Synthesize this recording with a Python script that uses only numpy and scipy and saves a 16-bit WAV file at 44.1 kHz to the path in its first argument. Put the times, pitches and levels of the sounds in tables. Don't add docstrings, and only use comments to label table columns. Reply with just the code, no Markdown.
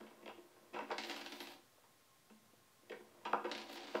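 import sys
import numpy as np
from scipy import signal
from scipy.fft import rfft, irfft
from scipy.io import wavfile
from scipy.ndimage import uniform_filter1d

SR = 44100
rng = np.random.default_rng(int(sys.argv[2]) if len(sys.argv) > 2 else 0)


def bounce(signal):
    frames = np.transpose(np.atleast_2d(signal))
    limited = np.clip(frames, -1, 1)
    pcm = np.round(limited * 32767).astype(np.int16)
    wavfile.write(sys.argv[1], SR, pcm)


N = 176400

# frequency in Hz, relative level in dB.
HISS_SPECTRUM = [(24, -68), (40, -40), (98, 1), (154, -4.5), (294, -4), (861, -5.5), (1020, -12.5),
                 (1160, -7.5), (1770, -9), (2780, -12.5), (3230, -11.5), (15600, -17.5)]
# time in seconds, level in dB.
SLIDES = [
    [(0, -53), (.08, -68), (.2, -67), (.45, -71), (.73, -72)],
    [(.73, -54), (.78, -51.5), (.85, -72), (.89, -53), (.97, -65.5)],
    [(2.85, -72.5), (3.0, -73.5), (3.23, -68), (3.27, -56), (3.42, -65.5), (3.5, -46)],
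]
# start in seconds, level of the middle panels, low panels and small flaps
# in dB, decay of the contact in seconds, pitch of the struck panel in Hz, pitch of the struck flap in Hz.
BOX_KNOCKS = [(.004, -63, -44, -75, 0.0058, 230, 2540), (.063, -57, -67, -47.5, 0.02, 307.2, 3160),
              (0.227, -59, -44, -52, 0.01, 222, 2380), (.258, -53, -39, -41.5, 0.0048, 467, 2830),
              (.277, -52, -35.5, -39.5, 0.0029, 406, 2680), (.288, -44.5, -46, -43.5, 0.014, 480, 2750),
              (0.377, -66, -45.5, -52.5, 0.012, 344, 2850), (0.562, -68, -54.5, -64, 0.0069, 353, 2620),
              (.623, -78, -52, -77, 0.0082, 302, 1880), (.733, -58, -47, -46, 0.01, 470, 2490),
              (.742, -46.5, -65, -39.5, .008, 544, 2900), (.759, -35.5, -46, -40.5, 0.025, 563, 2530),
              (.788, -37.5, -37.5, -33.5, .003, 592, 2540), (0.807, -46, -35, -40, 0.018, 238, 1910),
              (.902, -34.5, -44, -38.5, 0.0069, 646, 2400), (.913, -33.5, -32, -29.5, 0.013, 520, 4370),
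              (1.775, -66, -58, -80, 0.0065, 505, 1900), (1.834, -60.5, -60.5, -62, 0.012, 480, 1860),
              (2.298, -58, -45.5, -57.5, 0.011, 220, 2720), (2.526, -72, -53.5, -74, 0.0063, 284, 2470),
              (2.827, -75, -55, -76, .007, 280, 1960), (2.896, -55.5, -38, -40.5, 0.0075, 430, 2900),
              (2.917, -44, -34.5, -36, 0.012, 410, 1870), (3.0, -57, -46.5, -70, 0.0075, 352, 1890),
              (3.108, -73, -61, -81, .007, 388, 2830), (3.251, -33.5, -39.5, -31, 0.015, 440, 3000),
              (3.330, -23, -27.5, -33, 0.0022, 484, 2500), (3.34, -29, -33.5, -54, 0.0044, 500, 1900),
              (3.442, -35, -33.5, -36.5, 0.0092, 550, 1820), (3.451, -43.5, -36, -40.5, 0.012, 516, 2670),
              (3.943, -41, -28, -45, 0.0045, 450, 2440), (3.951, -31, -27, -33.5, 0.0017, 646, 2380),
              (3.962, -37, -40, -41, .014, 640, 2940)]
# frequency in Hz, relative level in dB.
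BOX_MODES = [(218, -9.5), (283, -6.5), (360, -1), (430, -4.5), (492, -1), (558, -2.5), (650, -1.5),
             (715, -8), (790, -4.5), (888, -1.5), (972, -1), (1063, -2.5), (1205, -4), (1345, -3.5),
             (1510, -3), (1640, -5.5), (1870, -2.5), (2230, -2.5), (2600, -1), (2800, -2), (3250, -3),
             (4000, -6.5), (4800, -6.5), (5800, -9), (7200, -12)]
# band centre in Hz, time to fall by 60 dB in seconds.
ROOM_DECAYS = [(250, 0.51), (700, 0.31), (2000, 0.34), (5000, 0.4), (12000, 0.099)]
# time in seconds, rumble, grit and fine sizzle in dB.
RIM_ROLLS = [
    [(.975, -78, -61, -83), (1.07, -55, -58.5, -65), (1.15, -53, -55, -70.5), (1.3, -60, -64.5, -70.5),
     (1.42, -61.5, -62, -66.5), (1.54, -61, -62, -69), (1.59, -71, -101, -97), (1.66, -86, -88, -92)],
    [(3.51, -53, -66, -88), (3.58, -57.5, -98, -83), (3.68, -56.5, -59, -77), (3.74, -54.5, -55, -59.5),
     (3.81, -57, -59.5, -91), (3.92, -57.5, -58.5, -73), (4, -57, -58, -73)],
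]
# start in seconds, tick level in dB.
LANDINGS = [(0.9806, -25), (1.0034, -41), (1.035, -31.5), (1.0464, -38), (1.0959, -28.5), (1.1114, -33.5),
            (1.1353, -43), (1.1613, -34.5), (1.2106, -34), (1.261, -33), (1.3204, -32), (1.4027, -32),
            (1.4114, -51.5), (1.4701, -38), (3.5135, -27), (3.5488, -31.5), (3.5778, -34), (3.5994, -38.5),
            (3.6147, -37), (3.7723, -40)]
# frequency in Hz, relative level in dB.
BOARD_MODES = [(220, -11), (283, -1.5), (348, 0), (480, -1), (570, 2), (760, 6), (950, 5.5), (1250, 6),
               (1620, -14.5), (2050, -11), (2600, -6.5), (3300, -2), (4100, 1.5), (4900, 1.5), (6100, -1),
               (7500, -4), (9000, -12.5)]
# start in seconds, level in dB, decay of the contact in seconds.
COIN_RINGS = [(1.128, -67, 0.028), (1.165, -53.5, 0.028), (1.403, -53.5, .012), (3.57, -58, 0.007)]
# frequency in Hz, relative level in dB.
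COIN_MODES = [(11320, 2), (11700, -9.5), (12150, -11)]

HISS_DB = -70
WHINE_HZ, WHINE_WIDTH_HZ, WHINE_DB = 1066, 37, -80
BOX_PARTS_HZ = ((680, 1750), (0, 680), (1750, SR))
SLIDE_PER_S, SLIDE_SPREAD_DB = 1500, 4.4
SLIDE_PARTS_DB = (-6, 0, -12)
CHATTER_PER_S, CHATTER_SPREAD_DB = 6000, 1.5
RISE_S = .001
STRUCK_DB, STRUCK_Q = 7.5, 4.9
THUMP_HZ, THUMP_DB = 39.6, -46
ROOM_DB, ROOM_GAP_S = -6, 0.0094
BOARD_PARTS_HZ = ((0, 1450), (1450, SR))
ROLL_PER_S, ROLL_SPREAD_DB, WOBBLE_DB, WOBBLE_HZ = 4000, 4, 1.8, 70
LANDING_S, THUD_DB = 0.0088, -13
BOX_T60, BOARDS_T60, COIN_T60 = (.032, 1.1), (.018, 1.7), (0.087, 0)
PANEL_CUT_HZ = 163
CUTOFF_HZ = 15880
OFFSET = -1e-4


def amp(db):
    return 10 ** (np.asarray(db) / 20)


def rms_one(x):
    return x / np.sqrt(np.mean(x ** 2) + 1e-20)


def body(drive, modes, decay, low_hz=0, high_hz=SR):
    unit_click = np.arange(N) == 0
    both = np.stack([drive + 1e-18, unit_click])
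    t60_1k, power = decay
    chosen = [mode for mode in modes if low_hz <= mode[0] < high_hz]
    out = 0
    for k, (hz, db) in enumerate(chosen):
        t60 = t60_1k * (1000 / hz) ** power
        r = amp(-60 / (t60 * SR))
        w = 2 * np.pi * hz / SR
        ring = signal.lfilter([0, amp(db) * np.sin(w)], [1, -2 * r * np.cos(w), r * r], both)
        out = out + (-1) ** k * ring
    return out[0] / np.abs(out[1]).max()


def grit(per_s, spread_db):
    sizes = amp(spread_db * np.minimum(rng.exponential(1, N), 4))
    signs = rng.choice([-1, 1], N)
    return rms_one(sizes * signs * (rng.random(N) < per_s / SR))


def contacts(times, level_db, lengths, chatter, pitches=None):
    out = np.zeros(N + SR)
    for k, (s, db, length) in enumerate(zip(times, level_db, np.maximum(lengths, 1e-4))):
        start = int(s * SR)
        t = np.arange(int((5 * length + .03) * SR)) / SR
        envelope = np.exp(-t / length) * (1 - np.exp(-t / RISE_S))
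        flurry = chatter[(start + np.arange(len(t))) % N] * envelope
        flurry[int(RISE_S * SR)] += 7.0
        flurry = flurry / np.sqrt(np.sum(flurry ** 2))
        if pitches is not None:
            struck = signal.lfilter(*signal.iirpeak(pitches[k], STRUCK_Q, fs=SR), flurry)
            flurry = struck + amp(-STRUCK_DB) * flurry
        out[start:start + len(t)] += amp(db) * flurry
    return out[:N]


def stretches(tables, column):
    t = np.arange(N) / SR
    gain = 0
    for table in tables:
        rows = np.array(table)
        gain = gain + amp(np.interp(t, rows[:, 0], rows[:, column], left=-200, right=-200))
    return uniform_filter1d(gain, size=300)


def narrow_noise(hz, width_hz):
    edges = [hz - width_hz / 2, hz + width_hz / 2]
    sos = signal.butter(2, edges, "band", fs=SR, output="sos")
    return rms_one(signal.sosfilt(sos, rng.standard_normal(2 * N))[N:])


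def background():
    hz, db = np.transpose(HISS_SPECTRUM)
    bins_hz = np.arange(N // 2 + 1) * SR / N
    shape = amp(np.interp(np.log(bins_hz + 1), np.log(hz), db))
    hiss = rms_one(irfft(rfft(rng.standard_normal(N)) * shape, N))
    whine = narrow_noise(WHINE_HZ, WHINE_WIDTH_HZ)
    return amp(HISS_DB) * hiss + amp(WHINE_DB) * whine


def sliding():
    rub = grit(SLIDE_PER_S, SLIDE_SPREAD_DB)
    gain = stretches(SLIDES, column=1)
    out = 0
    for part, db in zip(BOX_PARTS_HZ, SLIDE_PARTS_DB):
        out = out + amp(db) * gain * rms_one(body(rub, BOX_MODES, BOX_T60, *part))
    return out


def room(x):
    t = np.arange(SR // 2) / SR
    tail = 0
    for hz, t60 in ROOM_DECAYS:
        sos = signal.butter(2, [hz / 1.7, min(hz * 1.6, 19000)], "band", fs=SR, output="sos")
        band = signal.sosfilt(sos, rng.standard_normal(len(t)))
        tail = tail + band * amp(-60 * t / t60) / np.sqrt(t60)
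    tail = tail * np.clip(t / ROOM_GAP_S, 0, 1) ** 2
    return signal.fftconvolve(x, tail / np.sqrt(np.sum(tail ** 2)))[:N]


def knocks():
    s, *levels, length, panel_hz, flap_hz = np.transpose(BOX_KNOCKS)
    chatter = grit(CHATTER_PER_S, CHATTER_SPREAD_DB)
    out = 0
    for part, db, pitches in zip(BOX_PARTS_HZ, levels, (None, panel_hz, flap_hz)):
        hits = contacts(s, db, length, chatter, pitches)
        out = out + body(hits, BOX_MODES, BOX_T60, *part)
    return out


def thumps():
    blows = [row[:2] for row in list(BOX_KNOCKS) + list(LANDINGS)]
    s, db = np.transpose(blows)
    clicks = np.zeros(N)
    clicks[(s * SR).astype(int)] = amp(db + THUMP_DB)
    push = body(clicks, [(THUMP_HZ, 0)], (.08, 0))
    return signal.sosfilt(signal.butter(2, 2 * THUMP_HZ, fs=SR, output="sos"), push)


def rolling():
    sos = signal.butter(2, WOBBLE_HZ, fs=SR, output="sos")
    wobble = rms_one(signal.sosfilt(sos, rng.standard_normal(N)))
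    rim = grit(ROLL_PER_S, ROLL_SPREAD_DB) * amp(WOBBLE_DB * wobble)
    treble = signal.sosfilt(signal.butter(4, 8000, "high", fs=SR, output="sos"), rim)
    out = stretches(RIM_ROLLS, column=3) * rms_one(treble)
    for column, part in enumerate(BOARD_PARTS_HZ, start=1):
        out = out + stretches(RIM_ROLLS, column) * rms_one(body(rim, BOARD_MODES, BOARDS_T60, *part))
    return out


def landings():
    s, tick_db = np.transpose(LANDINGS)
    chatter = grit(CHATTER_PER_S, CHATTER_SPREAD_DB)
    out = 0
    for db, part in zip((tick_db + THUD_DB, tick_db), BOARD_PARTS_HZ):
        hits = contacts(s, db, np.full(len(s), LANDING_S), chatter)
        out = out + body(hits, BOARD_MODES, BOARDS_T60, *part)
    return out


def coin_ring():
    hits = contacts(*np.transpose(COIN_RINGS), grit(CHATTER_PER_S, CHATTER_SPREAD_DB))
    return body(hits, COIN_MODES, COIN_T60)


def scene():
    near = sliding() + knocks() + rolling() + landings() + coin_ring()
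    near = signal.sosfilt(signal.butter(4, PANEL_CUT_HZ, "high", fs=SR, output="sos"), near)
    return (near + amp(ROOM_DB) * room(near) + thumps() + background())[None]


def record(dry):
    return signal.sosfilt(signal.cheby2(24, 50, CUTOFF_HZ, fs=SR, output="sos"), dry) + OFFSET


dry = scene()
out = record(dry)
bounce(out)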